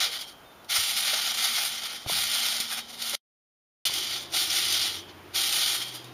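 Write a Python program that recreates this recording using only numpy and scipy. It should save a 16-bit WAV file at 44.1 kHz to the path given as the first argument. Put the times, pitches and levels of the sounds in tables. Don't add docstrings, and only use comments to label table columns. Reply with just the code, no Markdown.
import sys
import numpy as np
from scipy import signal
from scipy.fft import rfft, irfft, next_fast_len
from scipy.io import wavfile
from scipy.ndimage import map_coordinates

SR = 44100
rng = np.random.default_rng(int(sys.argv[2]) if len(sys.argv) > 2 else 0)


def file_out(sig):
    cols = np.atleast_2d(sig).T
    lim = np.clip(cols, -1, 1)
    pcm = np.round(lim * 32767).astype(np.int16)
    wavfile.write(sys.argv[1], SR, pcm)


N = 270333
TIME = np.arange(N) / SR
DROPOUT_START_S, DROPOUT_END_S = 3.153, 3.853


def from_db(db):
    return 10 ** (np.asarray(db) / 20)


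def rms_one(x):
    return x / np.sqrt(np.mean(x ** 2) + 1e-20)


def drift(rate_hz):
    hop, run_in = 40, 2000
    pole = np.exp(-2 * np.pi * rate_hz * hop / SR)
    noise = rng.standard_normal(N // hop + run_in + 2)
    slow = signal.lfilter([1], [1, -2 * pole, pole * pole], noise)[run_in:]
    return np.interp(np.arange(N) / hop, np.arange(len(slow)), rms_one(slow))


def coloured(x, spectrum):
    hz, db = np.transpose(spectrum)
    size = next_fast_len(N)
    bin_hz = np.maximum(np.arange(size // 2 + 1) * SR / size, 1)
    gain = from_db(np.interp(np.log(bin_hz), np.log(hz), db))
    low_cut = np.minimum(bin_hz / hz[0], 1) ** 2
    return rms_one(irfft(rfft(x, size) * gain * low_cut, size)[:N])


def resonance(x, hz, width):
    radius = np.exp(-np.pi * width / SR)
    feedback = [1, -2 * radius * np.cos(2 * np.pi * hz / SR), radius ** 2]
    return signal.lfilter(np.array([1, 0, -1]) * (1 - radius ** 2) / 2, feedback, x)


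def decay(start, t60):
    age = TIME - start
    return (age >= 0) * np.exp(-np.log(1000) * np.clip(age / t60, 0, 2))


def tone(path, waver, flutter_db):
    times, pitches, levels = np.transpose(path)
    hz = np.interp(TIME, times, pitches) * (1 + waver * drift(27))
    db = np.interp(TIME, times, levels) + flutter_db * drift(11)
    sounding = (TIME >= times[0]) & (TIME <= times[-1])
    return np.sqrt(2) * np.sin(2 * np.pi * np.cumsum(hz) / SR) * from_db(db) * sounding


def open_air():
    # f/Hz, relative level/dB
    early_eq = [(25, -10.5), (60, -3), (110, -1.5), (300, 0), (480, -1), (750, 3), (1050, -1.5),
                (1350, -0.5), (1700, -7.5), (3000, -10), (6000, -17.5), (15500, -19)]
    late_eq = [(25, -15), (85, -3.5), (150, -4.5), (270, -2), (340, 7), (450, -3.5), (750, -3),
               (1050, -3.5), (1350, -6.5), (1700, -8), (3000, -10.5), (6000, -21.5), (15500, -25)]
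    early = from_db(-51.5) * coloured(rng.standard_normal(N), early_eq)
    late = from_db(-48) * coloured(rng.standard_normal(N), late_eq)
    return np.where(TIME < DROPOUT_END_S, early, late)


def engines():
    # t/s, f/Hz, level/dB
    drones = [
        [(0.9, 230, -66), (1.2, 231, -62.5), (2.0, 232, -64.5), (2.7, 233, -57.5), (3.2, 232, -59)],
        [(3.85, 83, -63), (4.5, 84, -67), (4.8, 91, -57), (5.3, 92, -58.5), (5.7, 90, -71)],
        [(3.85, 132, -60.5), (4.5, 138, -63), (5.3, 142, -65.5), (5.7, 125, -65), (5.9, 123, -56),
         (6.13, 123, -53)],
    ]
    return sum(tone(path, waver=0.0047, flutter_db=2.5) for path in drones)


def bird():
    # t/s, f/Hz, level/dB
    whistle = [(0.445, 3640, -65), (0.585, 3550, -67), (0.63, 3460, -69)]
    return tone(whistle, waver=0.003, flutter_db=3.0)


def mat(rub_db, rustle_db):
    weave = coloured(rng.standard_normal(N), [(70, -5), (600, -7), (2000, -22.0)])
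    return from_db(rub_db + rustle_db) * weave


def knocks(scuff_db, contact_s):
    # t/s, level/dB, f/Hz, t60/s
    hits = [(0.06, -47, 488, 0.35), (0.784, -42, 85, 0.13), (1.133, -30, 628, 0.063),
            (2.063, -28, 120, 0.057), (2.061, -31.5, 750, 0.02), (2.097, -29.5, 726, 0.06),
            (2.118, -44, 165, 0.3), (2.15, -49, 80, 0.48), (2.351, -34, 1375, 0.12),
            (2.599, -39.5, 196, 0.057), (2.72, -37.5, 1633, 0.13), (3.132, -36.5, 576, 0.12),
            (3.146, -39, 1380, 0.068), (3.896, -26.5, 1030, 0.013), (4.335, -42.5, 747, 0.37)]
    out, noise = np.zeros(N), rng.standard_normal(N)
    for start, db, hz, t60 in hits:
        swing = np.sin(2 * np.pi * hz * (TIME - start))
        scuff = from_db(scuff_db) * rms_one(resonance(noise, hz, hz / 2))
        attack = np.clip((TIME - start) / contact_s, 0, 1)
        out += from_db(db) * attack * decay(start, t60) * (swing + scuff)
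    return out


def twangs(t60):
    # t/s, f/Hz, peak level/dB
    releases = [(0.199, 4520, -48), (5.955, 4830, -46), (5.975, 3250, -44.5), (6.044, 3735, -50.5)]
    return sum(from_db(db) * decay(start, t60) * np.sin(2 * np.pi * hz * (TIME - start))
               for start, hz, db in releases)


def overtones(low_hz, high_hz, length_s, count=2300):
    out = np.zeros(N + SR)
    age = np.arange(int(length_s * SR)) / SR
    swell = np.sin(np.pi * np.sqrt(age / length_s)) ** 2
    for when, pitch, size in rng.random((count, 3)):
        start = int(when * N)
        hz = low_hz * (high_hz / low_hz) ** pitch
        out[start:start + len(age)] += size * np.sqrt(hz) * swell * np.sin(2 * np.pi * hz * age)
    return rms_one(out[:N])


def coils(force, t60, main_hz, damping_hz):
    # f/Hz, relative level/dB
    modes = [(1915, -12), (2090, -12), (2310, -10), (2985, -8.5), (3057, -2.5), (3092, -3.5), (3125, -0.5),
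             (3215, -4), (3252, -1), (3344, -3.5), (3416, -4), (3468, -1.5), (3725, 0.5), (3790, -3.5),
             (4105, -0.5), (4328, -2.5), (4530, -2.5), (4640, -4.5), (5006, -4.5), (5200, -5)]
    groups, sway_s = 4, 0.00005
    out = np.zeros(N)
    for group in range(groups):
        ringing, shaking = np.zeros(N), force * rng.standard_normal(N)
        for hz, db in modes[group::groups]:
            width = np.log(1000) / (np.pi * t60) * (1 + abs(hz - main_hz) / damping_hz)
            ringing += from_db(db) * resonance(shaking, hz, width) * np.sqrt(SR / (np.pi * width))
        swayed_time = TIME + sway_s * drift(7)
        out += map_coordinates(ringing, [swayed_time * SR], order=3)
    return out


def frame_tubes(friction):
    # f/Hz, width/Hz, relative level/dB
    modes = [(788, 290, -2), (1224, 130, -3.5), (1354, 231, 4.5), (1881, 228, 3), (2098, 269, 4),
             (2318, 300, -1.5)]
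    return rms_one(sum(from_db(db) * resonance(resonance(friction, hz, width), hz, 2 * width)
                       for hz, width, db in modes))


def hook_snaps():
    # t/s, relative level/dB, t60/s
    jolts = [(0.212, -32, 0.05), (0.645, -50, 0.05), (2.075, -39, 0.05), (2.602, -23, 0.055),
             (3.096, -24.5, 0.017), (3.144, -33, 0.07), (3.855, -23, 0.044), (3.937, -25.5, 0.047),
             (4.724, -25, 0.061), (6.043, -46.5, 0.11)]
    return sum(from_db(db) * decay(start, t60) for start, db, t60 in jolts)


def hook_slips(slips_per_s, uneven_db, wander_db, tick_s, hooks):
    out, age = np.zeros(N), np.arange(512) / SR
    for _ in range(hooks):
        slip_count = np.cumsum(slips_per_s * from_db(3 * drift(18))) / SR
        strength = from_db(uneven_db * rng.standard_normal(N) + wander_db * drift(12))
        clicks = np.diff(np.floor(slip_count), prepend=0) * strength
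        tick = rms_one(rng.standard_normal(len(age)) * np.exp(-age / tick_s))
        out += signal.oaconvolve(clicks, tick)[:N]
    return rms_one(out)


def rubbing_levels():
    # fully loaded t/s, contact/s, level/dB, rise/s, release/s, sharpness/dB, frame share/dB
    bounces = [(0.0, 0.049, -26, 0.04, 0.14, -6.5, -5.5), (0.709, 0.6, -30.0, 0.031, 0.182, -1.2, -7),
               (1.452, 0.18, -31.5, 0.25, 1, -2.5, -6), (2.096, 0.44, -30, 0.042, 0.603, -1.1, -7),
               (3.055, 0.023, -33, 0.15, 0.24, -1, -8), (3.855, 0.32, -34.5, 0.02, 0.264, -5.5, -9),
               (4.36, 0.053, -26, 0.065, 0.26, -2, -10.5), (4.518, 0.34, -28.5, 0.1, 0.248, -4, -9.5),
               (5.359, 0.35, -29, 0.03, 0.5, -1, -9)]
    # middle t/s, half length/s, level/dB, sharpness/dB, frame share/dB
    tugs = [(0.144, 0.028, -34.5, -6, -6), (0.22, .019, -40.5, -3.5, -5), (0.291, 0.025, -48.5, -3.5, -10),
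            (0.76, 0.02, -30, 0, -5), (0.99, 0.026, -34, 2, -9), (1.08, 0.01, -30, -7, -3),
            (1.141, 0.0078, -27.5, -7.4, -6), (1.192, .022, -45.5, -15, 8.5), (1.282, 0.023, -42, -1, -2),
            (1.45, 0.066, -29, -3.5, -7.5), (1.585, 0.0073, -30, -6, -2.5), (1.655, .042, -43, 8, -15),
            (1.855, 0.024, -37.5, -4.5, -3.5), (1.947, 0.023, -40, -3, -3.5), (2.342, .012, -29, -4, -9),
            (2.627, 0.013, -45, 3, -4), (2.732, 0.022, -33.5, -0.5, -3.5), (2.786, 0.019, -37, -3.5, -2),
            (2.905, .012, -41.5, -5, -8), (2.939, .009, -40.5, -4, -9), (3.153, 0.018, -30, -4, -6.5),
            (3.868, 0.012, -25.5, -5, -12.5), (3.971, 0.028, -32.5, -2.5, -9.5),
            (4.117, 0.023, -40, -3, -3), (4.226, 0.01, -45.5, 1, -10), (4.566, 0.03, -29, -5, -10),
            (4.938, 0.043, -37, -6.5, -8.5), (5.1, .012, -50.5, -16, -5), (5.388, 0.023, -30.5, -6.5, -8),
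            (5.604, 0.046, -36, -2, -6.5), (5.75, 0.019, -37.6, 5, -2), (5.818, 0.011, -34, -6, -7),
            (5.96, 0.018, -43, -1.5, -7)]
    fade_db, rise_curve = 40, 1.96
    turn_at, turn_width, turn_dip_db = 0.43, 0.07, 1.2
    bite_s, bite_db, dulling_db_per_s = 0.039, 3, 8
    power = np.full((3, N), 1e-12)
    for landing, contact_s, db, rise_s, release_s, sharp_db, frame_db in bounces:
        age = TIME - landing
        rise = (np.maximum(-age, 0) / rise_s) ** rise_curve
        release = np.maximum(age - contact_s, 0) / release_s
        envelope_db = -fade_db * (rise + release)
        near = envelope_db > -2 * fade_db
        age = age[near]
        dip_db = turn_dip_db / (1 + ((age / contact_s - turn_at) / turn_width) ** 4)
        slack_db = envelope_db[near] - dip_db
        rub_db = db + slack_db
        scratch_db = sharp_db - bite_db * np.exp(-np.maximum(age, 0) / bite_s) - dulling_db_per_s * age
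        tube_db = frame_db - 0.06 * slack_db
        power[:, near] += from_db([rub_db, rub_db + scratch_db, rub_db + tube_db]) ** 2
    for middle, half_s, db, sharp_db, frame_db in tugs:
        near = np.abs(TIME - middle) < 4 * half_s
        swell = np.exp(-((TIME[near] - middle) / half_s) ** 2)
        peak_power = from_db(db + np.array([0, sharp_db, frame_db])) ** 2
        power[:, near] += np.outer(peak_power, swell)
    return 10 * np.log10(power)


def springs(rub_db, scratch_db, frame_db):
    # f/Hz, relative level/dB
    rasp_eq = [(1200, -37), (2500, -10), (2950, 2), (3450, 0.5), (3900, -0.5), (4500, -0.5), (5700, -3.5),
               (6100, -5.5), (7200, -14.5), (9000, -29), (12000, -53.5)]
    # f/Hz, relative level/dB
    scratch_eq = [(4500, -30), (7000, -12), (9000, -0.5), (10300, -4), (12500, -6), (15500, -8)]
    direct_gain_db, frame_gain_db, coil_gain_db = 1.0, -0.85, -16.0
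    singing_db, judder_db, snap_db = -10.5, 1.29, -2
    rubbing = hook_slips(slips_per_s=260, uneven_db=2.2, wander_db=1.5, tick_s=0.0013, hooks=13)
    singing = from_db(singing_db) * overtones(low_hz=2000, high_hz=11990, length_s=0.085)
    friction = (rubbing + singing) * from_db(judder_db * drift(49))
    snaps = from_db(snap_db) * hook_snaps()
    force = np.hypot(from_db(rub_db), snaps)
    rasp = force * coloured(friction, rasp_eq)
    scratch = np.hypot(from_db(scratch_db), snaps) * coloured(friction, scratch_eq)
    body = from_db(frame_gain_db + frame_db) * frame_tubes(friction)
    ring = from_db(coil_gain_db) * coils(force, t60=1.0, main_hz=3100, damping_hz=170)
    return from_db(direct_gain_db) * (rasp + scratch) + body + ring


def scene():
    rub_db, scratch_db, frame_db = rubbing_levels()
    steel = springs(rub_db, scratch_db, frame_db) + twangs(t60=0.4)
    trampoline = steel + mat(rub_db, rustle_db=-33.0) + knocks(scuff_db=-3.5, contact_s=0.00089)
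    mono = trampoline + open_air() + engines() + bird()
    return np.array([mono, mono])


def record(dry):
    dipped = dry - resonance(dry, hz=7860, width=1350)
    notched = dipped - resonance(dipped, hz=7880, width=440)
    live = (TIME < DROPOUT_START_S) | (TIME > DROPOUT_END_S)
    gate = np.where(live, 1, from_db(-12.0) * decay(DROPOUT_START_S, t60=0.07))
    cutoff_hz = 15500
    high_cut = signal.ellip(12, 0.1, 80, cutoff_hz, fs=SR, output="sos")
    return signal.sosfilt(high_cut, notched * gate)


dry = scene()
out = record(dry)
file_out(out)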